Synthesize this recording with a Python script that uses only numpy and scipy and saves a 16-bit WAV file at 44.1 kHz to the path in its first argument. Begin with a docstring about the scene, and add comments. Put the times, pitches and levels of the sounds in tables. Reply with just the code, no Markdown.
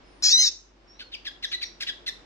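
"""Over room air and a low hum, thin faint whistles begin, and more come later between and over the chips.
Two tiny snaps lead into a caged sunbird's loud squawk: partials shaken into a rasp, clearer in the middle.
After a pause come nine short chips, each opening with rasping noise and turning into a falling tone.
A small hard-walled room adds early echoes and a fading tail to every bird note and whistle."""
import sys
import numpy as np
from scipy import signal
from scipy.fft import rfft, irfft, next_fast_len
from scipy.io import wavfile
from scipy.ndimage import uniform_filter1d, map_coordinates

SR = 44100
rng = np.random.default_rng(int(sys.argv[2]) if len(sys.argv) > 2 else 0)


def wrap_up_sound(samples):
    """Save the sound to the file named by the first command line argument, as 16-bit audio."""
    columns = np.atleast_2d(samples).T
    # keep every value between -1 and 1, then stretch to whole-number steps
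    tamed = np.clip(columns, -1, 1)
    steps = np.round(tamed * 32767).astype(np.int16)
    wavfile.write(sys.argv[1], SR, steps)


N = 99225  # samples: 2.25 s


def amp(db):
    """Decibels to a plain factor."""
    return 10 ** (np.asarray(db) / 20)


def unit(x):
    """Scale x to an average strength (rms) of 1."""
    return x / np.sqrt(np.mean(x ** 2) + 1e-20)


def along(points, hz):
    """Read a curve of (frequency, value) points, with frequency on a log axis."""
    f, v = np.transpose(points)
    return np.interp(np.log(hz + 1), np.log(f + 1), v)


def clock():
    """The time of every sample in seconds."""
    return np.arange(N) / SR


def curves(rows):
    """One value per sample for each column after the time."""
    s, *cols = np.transpose(rows)
    return [np.interp(clock(), s, c) for c in cols]


def ramp(u):
    """A smooth step from 0 to 1."""
    return np.sin(np.pi / 2 * np.clip(u, 0, 1)) ** 2


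def wobble(rate):
    """A smooth random curve through rate random points a second."""
    knots = rng.standard_normal(int(N * rate / SR) + 4)
    return map_coordinates(knots, [clock() * rate])


def filtered(x, response):
    """Change the strength and phase of each frequency in x by a response."""
    m = next_fast_len(N + SR // 2)
    hz = np.fft.rfftfreq(m, 1 / SR)
    return irfft(rfft(x, m) * response(hz), m)[..., :N]


def noise(spectrum):
    """Noise coloured by a (frequency, dB) curve, at rms 1."""
    return unit(filtered(rng.standard_normal(N), lambda hz: amp(along(spectrum, hz))))


def partials(pitch, multiples, gains, throat):
    """The voice organ's tone at rms 1: the throat weighs each partial at its momentary frequency."""
    phase = 2 * np.pi * np.cumsum(pitch) / SR
    k = multiples[:, None]
    below_limit = k * pitch < SR / 2
    weight = gains * amp(along(throat, k * pitch)) * below_limit
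    return (weight * np.sin(k * phase)).sum(0) / np.sqrt((weight ** 2).sum(0) / 2)


def squawk():
    """Harsh at both ends, where every partial is shaken into a band; clears in the middle as the pitch arches."""
    # pitch of the voice: start_s, pitch_hz
    pitch_points = [(.235, 1640), (.29, 1655), (.312, 1820), (.328, 1844), (.338, 1946), (.37, 1973),
                    (.39, 2047), (.415, 2066), (.44, 2015), (.465, 1863), (.49, 1778)]
    # loudness of the voice: start_s, level_db
    level_points = [(.223, -59), (.231, -26.5), (.24, -17), (.286, -17), (.305, -20), (.345, -12.5),
                    (.372, -19.5), (.414, -15.5), (.455, -20), (.478, -19), (.493, -28), (.5, -55)]
    # roughness: start_s, rasp_over_tone_db, half_pitch_partials_db
    rough_points = [(.235, 12, -28), (.26, 7, -19.5), (.288, -2, -20.5), (.305, 5.5, 12), (.325, -8.5, 0),
                    (.35, -28.5, -54.5), (.385, -15.5, -6.5), (.408, -11, -12), (.435, 5.5, -8),
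                    (.465, 2, -9), (.49, -1.5, -7)]
    # throat and open beak, for the tone: frequency_hz, gain_db
    tone_throat = [(900, -84.5), (1900, -18.5), (2600, -13.5), (3100, -3), (3500, -6), (3900, 11.5),
                   (4200, -2), (5000, 9.5), (6200, 3.5), (7000, -18), (8200, -29.5), (10000, -35),
                   (15000, -36.5)]
    # throat and open beak, for the rasp: frequency_hz, gain_db
    rasp_throat = [(300, -54.5), (1200, -32), (2000, -22.5), (2500, -15), (3200, -30), (3800, -7.5),
                   (5000, 0.5), (6000, -4), (6800, -8.5), (7500, -23.5), (9000, -42.5), (15000, -45)]
    jitter_share = 0.0201  # pitch unsteadiness at full roughness
    spread_hz, rasp_half_db = 620, -2  # how fast partials are shaken; half-pitch partials in the rasp

    (pitch,), (level_db,) = curves(pitch_points), curves(level_points)
    rasp_db, half_db = curves(rough_points)
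    rough = amp(rasp_db) / np.hypot(1, amp(rasp_db))
    multiples = np.arange(1, 19) / 2
    halves = multiples[:, None] % 1 > 0
    shaky_pitch = pitch * (1 + jitter_share * rough * wobble(1500))
    tone = partials(shaky_pitch, multiples, np.where(halves, amp(half_db), 1), tone_throat)

    phase = 2 * np.pi * np.cumsum(pitch) / SR
    shaken = []
    for k in multiples:
        shake = wobble(spread_hz) + 1j * wobble(spread_hz)
        shaken.append(np.real(shake * np.exp(1j * k * phase)))
    mixed = (np.array(shaken) * np.where(halves, amp(rasp_half_db), 1)).sum(0)
    harsh = filtered(mixed, lambda hz: amp(along(rasp_throat, hz)))
    # The voice organ swings with bounded strength: even out the power over about 4 ms.
    harsh = harsh / np.sqrt(np.abs(uniform_filter1d(harsh ** 2, size=180)))
    sounding = (clock() > level_points[0][0]) & (clock() < level_points[-1][0])
    return sounding * amp(level_db) * (np.sqrt(1 - rough ** 2) * tone + rough * harsh)


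def ticks():
    """Two tiny snaps as the voice catches: coloured noise that starts at once and dies fast."""
    # first snaps of the voice organ: start_s, level_db
    snaps = [(0.2243, -24), (0.2289, -36.5)]
    # colour of the snaps: frequency_hz, gain_db
    snap_colour = [(400, -26.5), (1400, -2), (2800, -11.5), (5500, 8), (7000, -4.5), (9000, -46.5),
                   (15000, -38)]
    t60_s = 0.021  # time to fade by 60 dB
    envelope = np.zeros(N)
    for start, level_db in snaps:
        age = np.abs(clock() - start)
        envelope += (clock() > start) * amp(level_db - 60 * age / t60_s)
    return envelope * noise(snap_colour)


def rasp(spectrum, flutter_hz, depth):
    """Chaotic motion of the voice organ: noise in fast uneven bursts."""
    uneven_hz = flutter_hz * (1 + .3 * wobble(200))
    beat = np.sin(2 * np.pi * np.cumsum(uneven_hz) / SR)
    return unit(noise(spectrum) * (1 + depth * beat))


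def chips():
    """Each chip opens with a rasp, then locks into a tone whose steep fall eases into a steady slide."""
    # the chips: start_s, length_s, middle_of_fall_s (after the start), fall_time_s,
    # first_pitch_hz, last_pitch_hz (both before the steady slide),
    # level_db, rasp_db, octave_db (second partial), treble_db
    chip_rows = [ (0.99, .041, 0.024, 0.01186, 1740, 1508, -42.5, 5, -8, -5.5),
                 (1.115, 0.043, 0.027, .018, 3900, 2265, -33, -9, 3.5, -7.5),
                 (1.246, 0.042, .021, .010, 2576, 1712, -30.5, -7.5, 1.5, -4),
                 (1.423, 0.033, .021, .024, 2300, 1578, -25.5, -10, 3, -1.5),
                 (1.512, 0.043, .019, 0.0068, 2700, 2022, -24, -6, 7, -4.5),
                 (1.61, .032, .023, .016, 2450, 1844, -26.5, -6.5, 3.5, -2.5),
                 (1.801, 0.038, 0.022, 0.01806, 3083, 1554, -31.5, 1, 0, 2),
                 (1.865, .040, 0.026, 0.00736, 1972, 1665, -26.5, -3, 2.5, -5.5),
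                 (2.061, 0.035, 0.025, 0.015, 2100, 1782, -26, -6, 1.5, 1.5)]
    # throat, for the tone: frequency_hz, gain_db
    tone_throat = [(1300, -8.5), (1800, -9), (2500, -6.5), (3300, -2), (4100, -4), (4900, -5),
                   (5800, -14.5), (7000, -22.5), (8500, -34), (11000, -31), (15000, -35)]
    # throat, for the rasp: frequency_hz, gain_db
    rasp_throat = [(400, -32), (1100, -39.5), (1700, -4), (3200, 5.5), (4300, 4), (5800, -6.5),
                   (7500, -24.5), (10000, -25), (12500, -31), (15000, -35)]
    attack_s, release_s = .009, .012
    tone_start, tone_rise = 0.27, 0.41  # shares of the length: when the tone sets in, how long it takes
    rasp_left = 0.35  # share of the rasp that stays under the tone
    jitter_share = .024  # pitch unsteadiness
    sag_hz_per_s = 3200  # steady slide under the main fall
    treble_hz = 6480  # the treble change is complete here and begins at half of this
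    grain_db, grain_hz = 1.5, 494.4  # fast uneven flutter of the tone

    out = np.zeros(N)
    grit = rasp(rasp_throat, flutter_hz=412.2, depth=0.77)
    jitter = wobble(1800)
    grain = unit(amp(grain_db * wobble(grain_hz)))
    multiples = np.arange(1, 10)
    for start, length, middle, fall, first_hz, last_hz, level_db, rasp_db, octave_db, treble_db in chip_rows:
        span = slice(int(start * SR), int((start + length + release_s) * SR))
        t = clock()[span]
        from_middle = t - start - middle
        still_high = (1 - np.tanh(2 * from_middle / fall)) / 2
        pitch = last_hz + (first_hz - last_hz) * still_high - sag_hz_per_s * from_middle
        gains = np.where(multiples[:, None] == 2, amp(octave_db), 1)
        tone = partials(pitch * (1 + jitter_share * jitter[span]), multiples, gains, tone_throat)

        locked = ramp(((t - start) / length - tone_start) / tone_rise)
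        rise = np.clip((t - start) / attack_s, 0, 1)
        fade = ramp((start + length - t) / release_s + .5)
        rasp_share = 1 - locked * (1 - rasp_left)
        chip = locked * grain[span] * tone + amp(rasp_db) * rasp_share * grit[span]
        hz = np.fft.rfftfreq(len(t), 1 / SR)
        shelf = amp(treble_db * ramp(hz / treble_hz * 2 - 1))
        out[span] += amp(level_db) * rise * fade * irfft(rfft(chip) * shelf, len(t))
    return out


def whistles():
    """Thin, soft, nearly level tones: single sine waves that swell and fade."""
    # the whistles: start_s, length_s, first_pitch_hz, last_pitch_hz, level_db, unsteadiness (share of pitch)
    whistle_rows = [(0.023, 0.13, 5180, 5140, -73, .006), (0.048, 0.25, 9250, 9230, -76.5, 0.0087),
                    (0.871, 0.089, 5380, 5620, -58, 0.0071), (0.929, 0.06, 5640, 5820, -63.5, 0.0081),
                    (.94, 0.072, 3780, 4140, -67, 0.012), (1.022, 0.072, 4354, 4244, -56, 0.0059),
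                    (1.465, .06, 5750, 5764, -51.5, 0.063), (1.621, 0.064, 5660, 5650, -43, 0.03)]
    out = np.zeros(N)
    for start, length, first_hz, last_hz, level_db, unsteady in whistle_rows:
        u = np.clip((clock() - start) / length, 0, 1)
        pitch = (first_hz + (last_hz - first_hz) * u) * (1 + unsteady * wobble(700))
        swell = np.sqrt(2 * np.abs(np.sin(np.pi * u)))
        out += amp(level_db) * swell * np.sin(2 * np.pi * np.cumsum(pitch) / SR)
    return out


def background():
    """Room air, partly alike left and right in the bass, with a low drone and a deep, almost steady hum."""
    # colour of the room air: frequency_hz, level_db (per Hz)
    air_colour = [(15, -31), (25, 3.5), (67, -6.5), (176, -11), (354, -7.5), (833, -12.5), (2180, -18.5),
                  (3350, -22), (4500, -24.5), (5140, -23.5), (7680, -39), (9270, -48), (15000, -88)]
    # loudness of the air and drone: start_s, level_db
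    air_level = [(0, -54.5), (.45, -54.5), (.6, -61), (.75, -60.5), (.9, -56.5), (1.5, -55.5), (2.25, -53)]
    # how alike left and right are: frequency_hz, likeness (0 to 1)
    alike = [(50, 0.38), (300, 0.63), (700, 0.0033), (2000, 0)]
    # colour of the room's low drone: frequency_hz, gain_db
    drone_colour = [(120, -80.5), (200, -17.5), (268, -4), (305, -13), (350, -0.5), (450, -46.5),
                    (900, -88)]
    air_low_hz, drone_db = 70, -9.5  # bass roll-off of the air; drone against the air
    hum_hz, hum_db = 48.2, -60.5
    waver_db, drift_rad = .7, .1  # slight unsteadiness of the hum's level and phase

    def mid_side(hz):
        """Shares of the common and the opposite part that give the wanted likeness."""
        turn = np.arccos(np.clip(along(alike, hz), -1, 1)) / 2
        return np.array([np.cos(turn), np.sin(turn)])

    mid, side = filtered(np.array([noise(air_colour), noise(air_colour)]), mid_side)
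    stereo = unit(np.array([mid + side, mid - side]))
    air = filtered(stereo, lambda hz: hz / np.hypot(hz, air_low_hz))
    hum_level = np.sqrt(2) * amp(hum_db + waver_db * wobble(5.13))
    hum = hum_level * np.sin(2 * np.pi * hum_hz * clock() + drift_rad * wobble(10))
    drone = amp(drone_db) * noise(drone_colour)
    return amp(curves(air_level)[0]) * (air + drone) + hum


def in_room(x, room_db, pan_db, lead_s):
    """Direct sound, louder and earlier on the left if asked, plus early wall echoes and the room's tail."""
    # how long the tail rings: frequency_hz, t60_s (time to fade by 60 dB)
    ring_times = [(300, 0.95), (2000, 0.32), (5000, 0.32), (8000, 0.45), (15000, 0.1)]
    wall_db, wall_t60_s = -13, .06  # early echoes of the near walls
    hz, t, z = signal.stft(rng.standard_normal((2, SR // 2)), SR, nperseg=256)
    decay = amp(-60 * t / along(ring_times, hz)[:, None])
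    tail = signal.istft(z * decay, SR, nperseg=256)[1]
    age = np.arange(tail.shape[1]) / SR
    walls = rng.standard_normal(tail.shape) * amp(-60 * age / wall_t60_s) * ramp(age / 0.001)
    tail = tail * ramp(age / 0.004)
    tail_part = amp(room_db) * tail / np.linalg.norm(tail[0])
    wall_part = amp(wall_db) * walls / np.linalg.norm(walls[0])

    sides = np.array([[1], [-1]])  # left, right
    # Each side takes half of the level difference and half of the time lead.
    direct = filtered(x, lambda f: amp(sides * pan_db / 2) * np.exp(1j * np.pi * f * lead_s * sides))
    return direct + signal.fftconvolve(x[None], tail_part + wall_part, axes=1)[:, :N]


def scene():
    """Bird and whistles in the room, over the background; the bird reaches the left side first."""
    loud_call = in_room(squawk() + ticks(), room_db=-14, pan_db=2.2, lead_s=.000156)
    short_calls = in_room(chips(), room_db=-9.5, pan_db=1, lead_s=.000116)
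    thin_tones = in_room(whistles(), room_db=-7, pan_db=0, lead_s=0)
    return loud_call + short_calls + thin_tones + background()


def record(dry):
    """Keep nothing at or above the band limit of 15900 Hz."""
    return filtered(dry, lambda hz: hz < 15900)


dry = scene()
out = record(dry)
wrap_up_sound(out)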